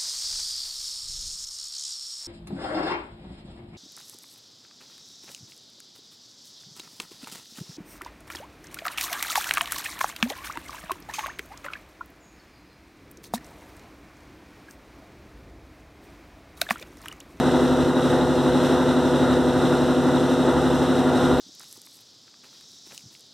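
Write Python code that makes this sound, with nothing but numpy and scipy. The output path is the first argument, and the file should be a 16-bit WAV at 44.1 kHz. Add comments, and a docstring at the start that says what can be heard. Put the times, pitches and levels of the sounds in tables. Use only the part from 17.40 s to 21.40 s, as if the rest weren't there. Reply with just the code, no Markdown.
"""A throbbing diesel hum, heard from the open deck of a wooden boat at steady speed.
The three-cylinder engine repeats its cycle about twelve times a second, so its hum is a harmonic series;
neighbouring harmonics beat in the hull as a boom. The firings modulate a combustion roar and a metallic
rattle, a loose part rings and the gearbox whines. Spray hisses and light wind brushes the microphone."""
import sys
import numpy as np
from scipy import signal
from scipy.fft import rfft, irfft
from scipy.io import wavfile

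SR = 44100
rng = np.random.default_rng(int(sys.argv[2]) if len(sys.argv) > 2 else 0)


def generate_wav(sig):
    """Save sig (samples, or channels by samples) to the path in sys.argv[1] as 16-bit PCM at SR."""
    pcm = np.round(np.clip(np.atleast_2d(sig).T, -1, 1) * 32767).astype(np.int16)
    wavfile.write(sys.argv[1], SR, pcm)


N = 176400

CYLINDERS, CYCLE_HZ = 3, 11.905  # nominal cycle rate; a cycle is two shaft turns
THROB_S = .072  # time of the first throb
# harmonics at which the hull booms (order of the cycle rate, level/dB)
HULL_ORDERS = [(20, -48), (21, -24.5), (22, -27.5), (23, -58)]
# slow swell of the treble; each layer follows a share of it (t/s, relative level/dB)
TREBLE_SWELL = [(0.0, 2.2), (0.41, 0.9), (0.54, -1.4), (0.7, 3), (0.84, 0.5), (1.11, 0.2), (1.26, 4),
                (1.41, 0.4), (1.94, 2.8), (2.01, -1.5), (2.23, 2), (2.59, 0), (2.75, 2.2), (3.01, 0),
                (3.43, 1.3), (3.69, 0), (3.85, 2.8), (3.99, 0.5)]
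# slow swell of the deep bass, scaled by each layer (t/s, relative level/dB)
BASS_SWELL = [(0.0, -1), (0.48, 3.5), (0.6, -8), (0.92, 3.5), (1.24, -2.5), (1.8, -4), (1.91, 3.5),
              (2.6, -5), (2.97, -8), (3.17, 5), (3.43, 1.4), (3.68, -11), (3.85, 1), (3.99, 9)]


def undb(db):
    """Amplitude ratio of a level in dB."""
    return 10 ** (np.asarray(db) / 20)


def level(x, db):
    """Scale x to an RMS level in dB."""
    return x * undb(db) / np.sqrt(np.mean(x ** 2))


def curve(rows):
    """Linear interpolation through (t/s, value) rows."""
    return np.interp(np.arange(N) / SR, *np.array(rows).T)


def shape(rows, hz):
    """Gain at hz of a (f/Hz, level/dB) spectrum."""
    f, db = np.array(rows).T
    return undb(np.interp(np.log(np.maximum(hz, 1)), np.log(f), db))


def colour(x, rows):
    """Zero-phase filtering by a (f/Hz, level/dB) spectrum."""
    return irfft(rfft(x) * shape(rows, np.arange(N // 2 + 1) * SR / N), N)


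def walk(rate_hz):
    """Low-pass Gaussian noise of zero mean and unit variance."""
    hz = np.arange(N // 2 + 1) * SR / N
    lowpass = np.exp(-(hz / rate_hz) ** 2) * (hz > 0)
    return level(irfft(rfft(rng.standard_normal(N)) * lowpass, N), 0)


def wind():
    """Turbulent pressure at the microphone: low gusts, largely coherent at its two ports."""
    # gust spectrum (f/Hz, relative level/dB)
    spectrum = [(15, -28), (35, -7), (50, -11), (66, 1), (95, 2), (140, -8), (250, -46)]
    common, left, right = (colour(rng.standard_normal(N), spectrum) for _ in range(3))
    ports = common + .12 * np.array([left, right])
    return level(ports * undb(1.3 * curve(BASS_SWELL)), db=-45)


def spray():
    """Incoherent noise of spray off the hull: an independent hiss on each side."""
    # hiss spectrum (f/Hz, relative level/dB)
    spectrum = [(1500, -53), (3400, -30), (3850, 11.5), (4400, 2.5), (8200, 1.5), (9500, -3),
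                (12000, -11.5), (14000, -28)]
    sides = np.array([colour(rng.standard_normal(N), spectrum) * undb(.5 * walk(12)) for _ in range(2)])
    return level(sides * undb(.7 * curve(TREBLE_SWELL)), db=-48)


def loose_part(throb):
    """Resonance of a loose metal part: a narrow band of noise in uneven bursts on the throb."""
    # resonance curve (f/Hz, relative level/dB)
    spectrum = [(3300, -35), (3640, -15), (3750, 1), (3850, 5), (3940, -7), (4120, -7), (4400, -45)]
    envelope = 1 + .31 * np.cos(2 * np.pi * throb)
    ringing = colour(envelope * rng.standard_normal(N), spectrum)
    return level(ringing * undb(curve(TREBLE_SWELL) + 2 * walk(6.2)), db=-45)


def resonances(width_hz=35):
    """Narrow resonances swell out of the roar near the end: noise in Lorentzian bands."""
    # bands (start t/s, peak t/s, end t/s, centre f/Hz, level at the peak/dB)
    bands = [(3.4, 3.8, 3.8, 740, -32), (3.55, 3.855, 3.97, 825, -31.5), (3.6, 3.88, 4.07, 1403, -34.5)]
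    hz = np.arange(N // 2 + 1) * SR / N
    sound = np.zeros(N)
    for start, peak, end, centre, db in bands:
        band = irfft(rfft(rng.standard_normal(N)) / (1 + (2 * (hz - centre) / width_hz) ** 2), N)
        sound += curve([(start, 0), (peak, 1), (end, 0)]) * level(band, db)
    return sound


def gearbox(fade_db_per_s=1.4):
    """Close gear tones, modulated in amplitude and phase, beat as a slowly fading whine."""
    # gear tones (f/Hz, level halfway through the fade/dB)
    tones = [(508.7, -39.8), (517.1, -42.5), (525.5, -39)]
    t = np.arange(N) / SR
    whine = np.zeros(N)
    for hz, db in tones:
        amplitude = np.sqrt(2) * undb(db + walk(3.5))
        whine += amplitude * np.sin(2 * np.pi * (hz * t + rng.random()) + .41 * walk(2.2))
    return whine * undb(-fade_db_per_s * (t - t.mean()))


def firings(cycle, strengths, decay_s=.012):
    """Relative pressure about its mean: a jump and an exponential decay as each cylinder fires."""
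    count = cycle * CYLINDERS
    age_s = (count % 1) / (CYLINDERS * CYCLE_HZ)
    pressure = strengths[count.astype(int) % CYLINDERS] * np.exp(-age_s / decay_s)
    return pressure / pressure.mean() - 1


def rattle(pressure, throb, lag_s=.0077):
    """Resonances of injectors and valve gear, excited by noise that pulses with the engine."""
    # response of the metal (f/Hz, relative level/dB)
    spectrum = [(1500, -38), (2300, -17), (2600, -9.5), (2820, -5), (2950, -7), (3230, -8.5), (3500, -3),
                (3650, -4.5), (3820, -3), (4000, -10.5), (4200, -7), (4350, -22), (4700, -21), (5100, -14),
                (5600, -12), (6200, -15.5), (6800, -25.5), (7500, -16), (8200, -16.5), (8900, -22.5),
                (12300, -26.5), (14000, -37)]
    angle = 2 * np.pi * (throb - lag_s * CYCLE_HZ)
    per_cycle, per_turn = .044 * np.cos(angle), .055 * np.cos(2 * angle)
    envelope = (1 + .055 * pressure) * (1 + per_cycle + per_turn)
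    metal = colour(envelope * rng.standard_normal(N), spectrum)
    return level(metal * undb(.9 * curve(TREBLE_SWELL) + .75 * walk(8.3)), db=-39)


def roar(pressure, throb):
    """Broadband combustion noise, amplitude-modulated by each firing and by the throb."""
    # combustion spectrum (f/Hz, relative level/dB)
    spectrum = [(20, -36), (35, -20), (50, -23), (65, -24), (95, -5.5), (150, -4.5), (195, -9), (250, -3),
                (350, -6.5), (430, -3), (510, -5.5), (570, -6.5), (800, -7), (980, -9.5), (1150, -12),
                (1420, -8.5), (1650, -17), (2020, -19.5), (2200, -31.5), (2600, -63), (5000, -75)]
    # swell of the roar, scaled below (t/s, relative level/dB)
    swell = [(0.0, 1.2), (0.2, 0.6), (0.29, -0.8), (0.56, -1.3), (0.76, 2.4), (0.91, -1.9), (1.29, 1.6),
             (1.7, -1.4), (1.87, 2), (2.08, -2.5), (2.21, 0.8), (2.57, -1.7), (2.71, 0.7), (3.0, -1.9),
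             (3.09, 1.7), (3.34, -0.6), (3.9, 1), (3.99, -0.5)]
    envelope = (1 + .1 * pressure) * (1 + .092 * np.cos(2 * np.pi * throb))
    combustion = colour(envelope * rng.standard_normal(N), spectrum)
    return level(combustion * undb(1.1 * curve(swell)), db=-26)


def hull_boom(throb):
    """Beating: neighbouring harmonics in the hull's resonance add up and cancel once a cycle."""
    phase = rng.random()
    boom = np.zeros(N)
    for order, db in HULL_ORDERS:
        amplitude = np.sqrt(2) * undb(db + .84 * walk(4.4))
        boom += amplitude * np.cos(2 * np.pi * (order * throb + phase))
    return boom


def hum(cycle, strengths, size=8192, sets=4):
    """Periodic knocking as a Fourier series on the cycle rate; interleaved sets of orders flutter."""
    # spectral envelope of the knocks (f/Hz, relative level/dB)
    spectrum = [(40, -40), (100, 2.5), (300, 4), (550, -1), (900, -6.5), (1130, -7), (1400, -12),
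                (1650, -7), (2000, -37), (3000, -34)]
    # strong harmonics (order of the cycle rate, relative level/dB)
    strong_orders = [(6, -40), (12, -32), (15, -37.5), (19, -43.5), (23, -65), (25, -37), (26, -41),
                     (27, -36), (28, -34), (29, -49), (30, -28), (31, -41), (34, -34), (38, -43),
                     (39, -49.5), (40, -46.5), (41, -34.5), (42, -31.5), (45, -38.5), (51, -41.5),
                     (52, -37), (55, -41.5), (61, -48), (62, -41.5), (64, -46.5), (65, -47.1), (66, -51.5),
                     (71, -54), (72, -40.5), (76, -51.5), (77, -45), (80, -43.5), (83, -46), (104, -46.5)]
    knock_db, strong_gain_db = -36.5, -.5
    grid = np.arange(size) / size  # one cycle
    per_cycle = .26 * np.cos(2 * np.pi * (grid - THROB_S * CYCLE_HZ))
    envelope = (1 + .61 * firings(grid, strengths)) * (1 + per_cycle)
    knocks = rfft(rng.standard_normal(size) * envelope)
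    order = np.arange(len(knocks))
    gain = shape(spectrum, order * CYCLE_HZ) * (order > 0) * (order < size // 32)
    gain *= undb(knock_db) / np.sqrt(np.sum(gain ** 2))
    for k, db in strong_orders:
        gain[k] = undb(db + strong_gain_db)
    gain[[k for k, _ in HULL_ORDERS]] = 0  # these sound in hull_boom
    harmonics = gain * knocks / np.abs(knocks) * size / np.sqrt(2)  # the knocks set only the phases
    sound = np.zeros(N)
    for k in range(sets):
        period = irfft(harmonics * (order % sets == k))
        sound += np.interp(cycle % 1, grid, period) * undb(walk(8.2))
    return sound


def swell_bass(sound):
    """Amplitude modulation of the lowest band: the deepest part of the hum swells and sinks."""
    # low-pass response (f/Hz, level/dB)
    lowpass = [(80, -2), (125, -30)]
    deep = colour(sound, lowpass)
    return sound - deep + deep * undb(.59 * curve(BASS_SWELL))


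def scene():
    """Superposition of the sources; one cycle phase keeps the engine's pulses in step."""
    # engine cycle rate (t/s, f/Hz)
    cycle_rate = [(0, 11.905), (.5, 11.9), (.9, 11.92), (2.5, 11.915), (3.2, 11.921), (4, 11.93)]
    wander, cylinder_spread_db = .0005, 1.5
    cycle = np.cumsum(curve(cycle_rate) * (1 + wander * walk(2.8))) / SR
    throb = cycle - THROB_S * CYCLE_HZ  # cycles since the first throb
    strengths = undb(cylinder_spread_db * rng.standard_normal(CYLINDERS))
    pressure = firings(cycle, strengths)
    drone = swell_bass(hum(cycle, strengths)) + hull_boom(throb) + gearbox() + resonances()
    clatter = roar(pressure, throb) + rattle(pressure, throb) + loose_part(throb)
    return drone + clatter + spray() + wind()


def record(dry):
    """Phase and level difference: the ports lose bass unequally, so the left leads; the top is cut."""
    # left port minus right (f/Hz, level/dB)
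    balance = [(60, -6.5), (110, -.5), (200, 1), (600, 0.14)]
    left_corner_hz, right_corner_hz, top_hz = 113, 21.5, 14250
    hz = np.arange(N // 2 + 1) * SR / N
    bass = 1 / (1 + (hz / 700) ** 12)
    lead = np.arctan2(left_corner_hz, hz) - np.arctan2(right_corner_hz, hz)
    half_difference = np.exp(.5 * bass * (np.log(shape(balance, hz)) + 1j * lead))
    ports = irfft(rfft(dry) * np.array([half_difference, 1 / half_difference]), N)
    return signal.sosfilt(signal.ellip(10, .1, 80, top_hz, fs=SR, output="sos"), ports)


dry = scene()
out = record(dry)
generate_wav(out)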